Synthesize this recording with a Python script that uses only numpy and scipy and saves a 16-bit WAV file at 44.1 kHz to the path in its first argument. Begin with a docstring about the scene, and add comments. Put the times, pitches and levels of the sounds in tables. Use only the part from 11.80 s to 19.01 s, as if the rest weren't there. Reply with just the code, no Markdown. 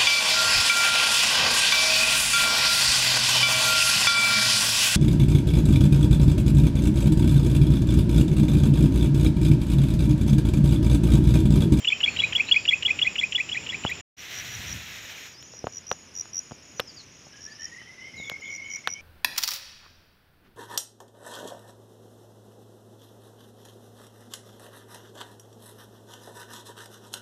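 """Two spots on a weedy forest edge

A small bird repeats a quick three-note phrase over an insect chorus, then all drops to a brief silence.
In the second spot a hiss of air swells and fades, two crickets scrape their wings, a far bird's trill
climbs and another calls hoarsely. Both spots have distant air, thin whistles, soft handling bumps and
sharp taps close to the microphone. Leaves and trunks scatter the birds and the crickets."""
import sys
import numpy as np
from scipy import signal
from scipy.fft import rfft, irfft, next_fast_len
from scipy.io import wavfile
from scipy.ndimage import map_coordinates

SR = 44100
rng = np.random.default_rng(int(sys.argv[2]) if len(sys.argv) > 2 else 0)


def dump(signal):
    """Clip the signal to [-1, 1] and save it as 16-bit WAV at the path in sys.argv[1]."""
    limited = np.clip(np.atleast_2d(signal).T, -1, 1)
    pcm = np.round(limited * 32767).astype(np.int16)
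    wavfile.write(sys.argv[1], SR, pcm)


N = 317961


def amp(db):
    return 10 ** (np.asarray(db) / 20)


def unit(x):
    return x / np.sqrt(np.mean(x ** 2) + 1e-20)


def clock(length_s):
    return np.arange(int(length_s * SR)) / SR


def between(ends, share):
    """The value a share of the way from one end to the other."""
    return ends[0] + (ends[1] - ends[0]) * share


def along(points, hz):
    """Read (Hz, value) points on a log frequency axis."""
    freqs, values = np.transpose(points)
    return np.interp(np.log(hz + 1), np.log(freqs + 1), values)


def curves(rows, t):
    """Each column after the time, read at times t."""
    times, *columns = np.transpose(rows)
    return [np.interp(t, times, column) for column in columns]


def arch(u):
    """Rises from 0 and returns to 0 as u runs from 0 to 1."""
    return np.sin(np.pi * np.clip(u, 0, 1)).clip(0)


def wobble(rate, size=N):
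    """A smooth random curve, rate knots a second."""
    knots = rng.standard_normal(int(size * rate / SR) + 4)
    return map_coordinates(knots, [np.arange(size) * rate / SR])


def filtered(x, response):
    """Equalise x with a gain that is a function of frequency."""
    size = next_fast_len(N + 8192)
    return irfft(rfft(x, size) * response(np.fft.rfftfreq(size, 1 / SR)), size)[:N]


def noise(spectrum):
    """Coloured noise of rms 1."""
    return unit(filtered(rng.standard_normal(N), lambda hz: amp(along(spectrum, hz))))


def add(track, start_s, sound):
    """Mix a sound into a track."""
    part = track[max(round(start_s * SR), 0):][:len(sound)]
    part += sound[:len(part)]


def tone(hz, overtone_db):
    """A gliding sine with a weak octave."""
    phase = 2 * np.pi * (np.cumsum(hz) / SR + rng.random())
    return np.sin(phase) + amp(overtone_db) * np.sin(2 * phase)


def note(shape, rasp_hz, flutter_db):
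    """A bird's note from (time_s, pitch_hz, level_db) points, unsteady in pitch and loudness."""
    t = clock(shape[-1][0])
    hz, db = curves(shape, t)
    soft_ends = signal.windows.tukey(len(t), .2)
    hz = hz + rasp_hz * wobble(350, len(t))
    return soft_ends * amp(db + flutter_db * wobble(250, len(t))) * tone(hz, overtone_db=-50)


def blip(hz, spread):
    """A heavily damped ring of peak 1, in a band from hz / spread to hz * spread."""
    band = signal.butter(2, [hz / spread, hz * spread], 'bandpass', fs=SR, output='sos')
    ring = signal.sosfilt(band, signal.unit_impulse(SR // 10))
    return ring / np.abs(ring).max()


def among_trees(x, wet_db):
    """A sound plus its scatter from leaves and trunks."""
    # decay of the scatter: freq_hz, t60_s
    decay = [(200, 0.074), (3000, 0.21), (10000, 0.051)]
    hz, t, spectra = signal.stft(rng.standard_normal(SR // 2), SR, nperseg=256)
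    tail = signal.istft(spectra * amp(-60 * t / along(decay, hz)[:, None]), SR, nperseg=256)[1]
    return x + amp(wet_db) * signal.fftconvolve(x, tail / np.linalg.norm(tail))[:N]


def insect_chorus(bands, flicker_db):
    """Many far insects merge into flickering bands of noise."""
    out = np.zeros(N)
    for centre_hz, width_hz, db in bands:
        level = amp(db + flicker_db * wobble(85) + .25 * wobble(4))
        band = filtered(rng.standard_normal(N), lambda hz: np.exp(-.5 * ((hz - centre_hz) / width_hz) ** 2))
        out += level * unit(band)
    return out


def first_bed():
    """The first spot's backdrop: shrill insects over a wavering rumble of distant air."""
    # insect bands: centre_hz, width_hz, level_db
    insects = [(5470, 480, -51.5), (6915, 140, -51), (7260, 200, -52)]
    # colour of the air: freq_hz, gain_db
    air = [(20, -38.5), (40, -15.5), (80, 2), (150, -1), (300, -5.5), (700, -10.5), (1500, -12), (2800, -3),
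           (4200, -17.5), (6300, -23.5), (8300, -34.5), (11500, -43.5), (13700, -38.5), (15500, -40)]
    return insect_chorus(insects, flicker_db=1.5) + amp(-43 + 1.5 * wobble(4.8)) * noise(air)


def second_bed():
    """The second spot's backdrop: fainter insects over quieter, steadier air."""
    # insect bands: centre_hz, width_hz, level_db
    insects = [(5350, 300, -58.5), (5880, 220, -60.5), (8130, 160, -83.5)]
    # colour of the air: freq_hz, gain_db
    air = [(20, -36), (40, -18), (80, -4), (200, -7), (400, -11.5), (800, -16.5), (1500, -16), (2800, -13),
           (4200, -22.5), (6500, -17.5), (7600, -35.5), (10500, -39.5), (12100, -36.5), (15500, -55)]
    return insect_chorus(insects, flicker_db=3) + amp(-53.5 + .22 * wobble(4.13)) * noise(air)


def thin_buzz():
    """A high insect buzz that slowly swells and fades."""
    peak_s, period_s = 4.47, 1.48
    swell_db = 4.5 * np.cos(2 * np.pi * (np.arange(N) / SR - peak_s) / period_s)
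    return amp(swell_db - 72) * insect_chorus([(9340, 170, -8.5), (10080, 430, -9.5)], flicker_db=1.5)


def handling():
    """Soft irregular bumps from a restless hand on the microphone."""
    # colour of the bumps: freq_hz, gain_db
    bumps = [(30, -24.5), (70, -4), (130, -1.5), (300, -5), (600, -11), (1200, -39.5)]
    unrest_db = 2.5 * wobble(2) + 4 * wobble(22)
    return amp(-61) * unit(amp(unrest_db) * noise(bumps))


def far_bird():
    """One hoarse arching call, repeated and blurred by the trees."""
    # calls: start_s, level_db
    calls = [(5.51, -63), (5.775, -56), (5.979, -59), (6.2, -54), (6.6, -54.5), (6.82, -52), (7.13, -58)]
    shape = [(0, 2823, -8), (.025, 3015, -1), (.055, 3124, -11.5), (.09, 3080, -9), (.12, 2970, -14)]
    out = np.zeros(N)
    for s, db in calls:
        add(out, s, amp(db) * note(shape, rasp_hz=40, flutter_db=3))
    return among_trees(out, wet_db=1.5)


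def whistling_birds():
    """Thin slurred whistles, some raspy, from deeper in the thicket."""
    # whistles: start_s, length_s, start_hz, end_hz, level_db, rasp_hz
    whistles = [(.01, 0.17, 3120, 3060, -37, 42.2), (0.256, .11, 4350, 4280, -47, 65.3),
                (.374, 0.094, 3880, 3875, -35, 42), (0.66, 0.06, 3740, 4630, -41, 214),
                (.7, 0.17, 4580, 4680, -48.5, 330), (3.53, 0.16, 4425, 6430, -49.5, 34.8),
                (4.961, 0.073, 6200, 5150, -46, 70), (5.067, .043, 5500, 4400, -44, 45),
                (5.159, .06, 5000, 3850, -43.5, 80), (5.7, .05, 4340, 5200, -50, 60),
                (6.37, 0.049, 4080, 3600, -45, 55), (6.43, 0.062, 3520, 3360, -43.5, 70),
                (6.641, 0.053, 3440, 3300, -48.5, 120)]
    bow_hz = 25
    out = np.zeros(N)
    for s, length, start_hz, end_hz, db, rasp_hz in whistles:
        u = clock(length) / length
        hz = between((start_hz, end_hz), u) + bow_hz * arch(u) + rasp_hz * wobble(450, len(u))
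        envelope = amp(db + 2.1 * wobble(90, len(u))) * arch(u) ** .51
        add(out, s, envelope * tone(hz, overtone_db=-44.5))
    return among_trees(out, wet_db=-8.5)


def trilling_bird():
    """Far bursts of little scooped upslurs; with effort they climb, quicken and level out."""
    # bursts: start_s, length_s, level_db
    bursts = [(5.525, 0.083, -54.5), (5.654, 0.083, -47), (5.786, .086, -42), (5.913, .105, -40),
              (6.049, 0.095, -42.5), (6.178, 0.11, -39.5), (6.333, .235, -38), (6.617, 0.35, -35),
              (7.039, 0.16, -40.5)]
    # the trill's climb: time_s, pitch_hz
    climb = [(5.5, 1685), (5.85, 1870), (6.05, 2013), (6.45, 2184), (7.0, 2180), (7.2, 2288)]
    easy_hz, full_effort_hz = 1680, 2145
    notes_per_s, swing_hz = (20.8, 44), (130, 61.6)  # each at no effort and at full effort
    out = np.zeros(N)
    for s, length, db in bursts:
        t = clock(length)
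        pitch_hz, = curves(climb, s + t)
        effort = np.clip((pitch_hz.mean() - easy_hz) / (full_effort_hz - easy_hz), 0, 1)
        within_note = t * between(notes_per_s, effort ** 4) % 1
        scoop = .298 - np.sin(1.5 * np.pi * within_note)
        hz = pitch_hz + between(swing_hz, effort) * scoop + 30 * wobble(108.6, len(t))
        envelope = amp(db + 1.3 * wobble(32.6, len(t))) * arch(within_note) ** .6
        add(out, s, envelope * tone(hz, overtone_db=-35))
    return among_trees(out, wet_db=-5.5)


def wing_stroke(length_s, start_hz, end_hz, overtone_db):
    """A cricket's scraper slows along the file, so the wing's pitch sags."""
    u = clock(length_s) / length_s
    hz = between((start_hz, end_hz), u ** 1.24) + rng.normal(0, 13.6)
    return arch(u) ** 1.26 * tone(hz, overtone_db)


def high_cricket():
    """A cricket further off scrapes even trains of long, high strokes."""
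    # bouts of singing: start_s, end_s
    bouts = [(2.625, 5.95), (6.36, 7.0)]
    # the cricket's effort: time_s, level_db
    effort = [(2.6, -47.5), (4.6, -46.5), (5.4, -53), (6.4, -45.5)]
    train_every_s, train_s, stroke_every_s = .2445, .165, .0221
    out = np.zeros(N)
    for start, end in bouts:
        for s in np.arange(start, end, train_every_s):
            db, = curves(effort, s)
            hz = 6952 + 15 * (db + 46)  # louder is higher
            for delay in np.arange(0, train_s, stroke_every_s):
                level = amp(db + rng.normal(0, 1))
                stroke = wing_stroke(.019, hz + rng.normal(0, 40), hz - 380, overtone_db=-30)
                add(out, s + delay, level * stroke)
    return among_trees(out, wet_db=-6)


def air_swell():
    """A hiss rises, sags and dies away; near its height the air buffets the microphone."""
    # colour of the hiss: freq_hz, gain_db
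    hiss = [(180, -43), (300, -11.5), (1160, -10), (1760, 0.5), (2530, 1.5), (2840, 0), (3960, -2.5),
            (4740, -12), (5790, -3.5), (6280, -7.5), (6940, -8.5), (8190, -20.5), (10800, -25.5),
            (13400, -14.5), (15600, -22)]
    # colour of the low buffeting: freq_hz, gain_db
    buffet = [(25, -27), (55, -8), (85, -0.5), (130, -4), (250, -15.5), (600, -38)]
    peak_s, release_s, buffet_s = 2.56, 3.458, 2.84
    rise_db_per_s, sag_db_per_s, release_db_per_s, buffet_db_per_s = 50, 7.5, 140, 40
    t = np.arange(N) / SR
    hiss_db = (-37 - rise_db_per_s * (peak_s - t).clip(0)
               - sag_db_per_s * (t - peak_s).clip(0)
               - release_db_per_s * (t - release_s).clip(0))
    buffet_db = -41.5 - buffet_db_per_s * np.abs(t - buffet_s)
    hissing = amp(hiss_db + .96 * wobble(40)) * noise(hiss)
    return hissing + amp(buffet_db + 2.6 * wobble(20)) * noise(buffet)


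def near_cricket():
    """Chirps of wing strokes that grow louder to the last; each stroke trails off in a faint lower ring."""
    # chirps: last_stroke_s, last_stroke_db, pitch_hz
    chirps = [(2.406, -36.5, 5760), (2.6, -27, 5780), (2.753, -30, 5800), (2.929, -26, 5790),
              (3.793, -36, 5740), (3.983, -29, 5760), (4.127, -25.5, 5790), (4.411, -22, 5740),
              (4.592, -19.5, 5760), (5.665, -32, 5630), (5.856, -26.5, 5590), (6.763, -31, 5760),
              (6.961, -25, 5740), (7.138, -24, 5780)]
    strokes, stroke_every_s, growth_db = 6, .0114, 2
    out = np.zeros(N)
    for s, db, hz in chirps:
        for k in range(strokes):  # counting back from the last stroke
            start = s - .0036 - k * stroke_every_s + rng.normal(0, .0004)
            level = amp(db - k * growth_db + rng.normal(0, 1.3))
            stroke = wing_stroke(.0068, hz + 160, hz - 200, overtone_db=-32)
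            ring = amp(-14.5) * wing_stroke(.0025, hz - 330, hz - 600, overtone_db=-40)
            add(out, start, level * stroke)
            add(out, start + .0046, level * ring)
    return among_trees(out, wet_db=-16)


def taps():
    """Close, dead knocks with a hollow ring and a brief rustle; soft ones thump, hard ones snap and tick."""
    # taps: start_s, level_db, knock_hz, hardness (0-1), body_db (against the knock)
    hits = [(2.0502, -12, 795, 0.11, -24.5), (3.627, -41, 1486, 0.97, -15), (3.737, -38, 700, 0.66, -16),
            (3.8426, -21, 343, .05, -25.5), (3.87, -14, 755, 0.26, -27.5), (4.115, -9.5, 895, 0.65, -14),
            (4.456, -34, 1080, .6, -25), (4.711, -32, 786, 0.21, -20), (4.719, -29, 600, .15, -18),
            (4.997, -11, 1000, 0.71, -10), (5.001, -21, 1090, 0.97, -18), (5.468, -44.5, 500, .3, -10),
            (6.4, -41.5, 395, 0.03, -14.5), (6.498, -24.5, 1390, 0.93, -12), (6.517, -27.5, 880, 0.38, -16),
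            (7.0742, -6, 1400, 0.68, -24.5)]
    # tiny dry ticks: start_s, level_db
    dry_ticks = [(.56, -32), (2.101, -30)]
    # hollow colour over all taps and ticks: freq_hz, gain_db
    hollow = [(20, 0), (280, 0), (390, 0), (500, 1.5), (750, 2.5), (1000, -3.5), (1650, 0), (2200, -7),
              (3000, 7), (4500, -3.5), (9000, -0.5), (13000, -3), (16000, -4.5)]
    thump_db, snap_db, tick_db = (24, -23.5), (-34, 10), (-69, 2)  # each from softest to hardest
    rustle_t60_s = .055
    ring, thump = blip(539, spread=1.187), blip(136, spread=2.04)
    snap, tick = blip(3020, spread=1.44), blip(12500, spread=1.09)
    out, t = np.zeros(N), clock(.1)
    for s, db, knock_hz, hardness, body_db in hits:
        knock = blip(knock_hz, spread=1.58)
        body = amp(body_db) * (ring + amp(between(thump_db, hardness)) * thump)
        rustle = amp(-33.5 - 60 * t / rustle_t60_s) * rng.standard_normal(len(t))
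        edge = amp(between(snap_db, hardness)) * snap + amp(between(tick_db, hardness)) * tick
        add(out, s, amp(db) * (knock + body))
        add(out, s, amp(db) * signal.fftconvolve(knock, rustle))
        add(out, s + .0003, amp(db) * edge)
    for s, db in dry_ticks:
        add(out, s, amp(db) * (tick + amp(-18) * snap))
    return filtered(out, lambda hz: amp(along(hollow, hz)))


def near_bird():
    """Each phrase is a steep tick, an upslur, and a scoop whose voice thins at the bottom."""
    # phrases: start_s, level_db
    phrases = [(.046, -13), (.204, -12.5), (.363, -12), (.524, -12.5), (.686, -10), (.852, -10),
               (1.024, -12.5), (1.189, -13.5), (1.355, -15), (1.522, -15.5), (1.689, -19.5), (1.864, -24.5),
               (2.036, -23)]
    # the two sides of the syrinx sound together in the tick; shapes are time_s, pitch_hz, level_db
    low_tick = [(0, 2880, -16.5), (.002, 2700, -1), (.005, 2110, -15), (.009, 1310, -22)]
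    high_tick = [(0, 4900, -31.5), (.003, 3600, -15.5), (.005, 2960, -5), (.008, 2910, -9),
                 (.012, 2870, -21.5)]
    # in the upslur one side takes over from the other
    foot = [(0, 2670, -16.5), (.002, 2800, -5), (.006, 2960, -2.5), (.009, 3020, -4), (.012, 3150, -19)]
    top = [(0, 3150, -18), (.003, 3240, -4), (.007, 3340, -.5), (.011, 3375, -1), (.017, 3290, -13)]
    out = np.zeros(N)
    for s, phrase_db in phrases:
        # as the song goes on, the bottom of the scoop sinks, fills in and lingers
        low_hz = 2120 - 105 * s
        dip_db = -21.5 + 7 * s
        dwell_s = np.interp(s, [.3, 1.1], [0, .005])
        scoop = [(0, 2650, -22), (.003, 2400, -4), (.007, low_hz + 70, dip_db), (.012, low_hz, dip_db),
                 (.016 + dwell_s, low_hz + 110, dip_db / 2 - 3.5), (.021 + dwell_s, 2340, -.5),
                 (.028 + dwell_s, 2500, 0), (.032 + dwell_s, 2590, -3.5), (.039 + dwell_s, 2450, -18)]
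        # there the octave slips through the throat's resonance
        octave = [(0, 2 * low_hz + 350, -50), (.008, 2 * low_hz, -39), (.016, 2 * low_hz + 150, -43.5),
                  (.024, 4590, -53.5)]
        tick_db = min(phrase_db - 1, -15.5)
        parts = [(0, low_tick, tick_db, 110), (.002, high_tick, tick_db, 130),
                 (.0255, foot, phrase_db, 45), (.0325, top, phrase_db - .5, 32.3),
                 (.055, scoop, phrase_db - 1.77, 36), (.06, octave, dip_db / 3, 70)]
        for delay_s, shape, db, rasp_hz in parts:
            add(out, s + delay_s, amp(db) * note(shape, rasp_hz, flutter_db=2.4))
    return among_trees(out, wet_db=-17.5)


def scene():
    """One spot, a short silence, then the other."""
    silence_start_s, silence_end_s = 2.213, 2.366
    first = near_bird() + first_bed()
    second = near_cricket() + high_cricket() + thin_buzz() + trilling_bird() + far_bird()
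    second += air_swell() + second_bed()
    both = whistling_birds() + handling() + taps()
    t = np.arange(N) / SR
    fade_out = np.clip((silence_start_s - t) / .0054, 0, 1)
    fade_in = np.clip((t - silence_end_s) / .026, 0, 1)
    return (fade_out * (first + both) + fade_in * (second + both))[None]


def record(dry):
    """A steep low-pass takes off the very top."""
    cutoff_hz = 15700
    return filtered(dry[0], lambda hz: 1 / (1 + (hz / cutoff_hz) ** 200))[None]


dry = scene()
out = record(dry)
dump(out)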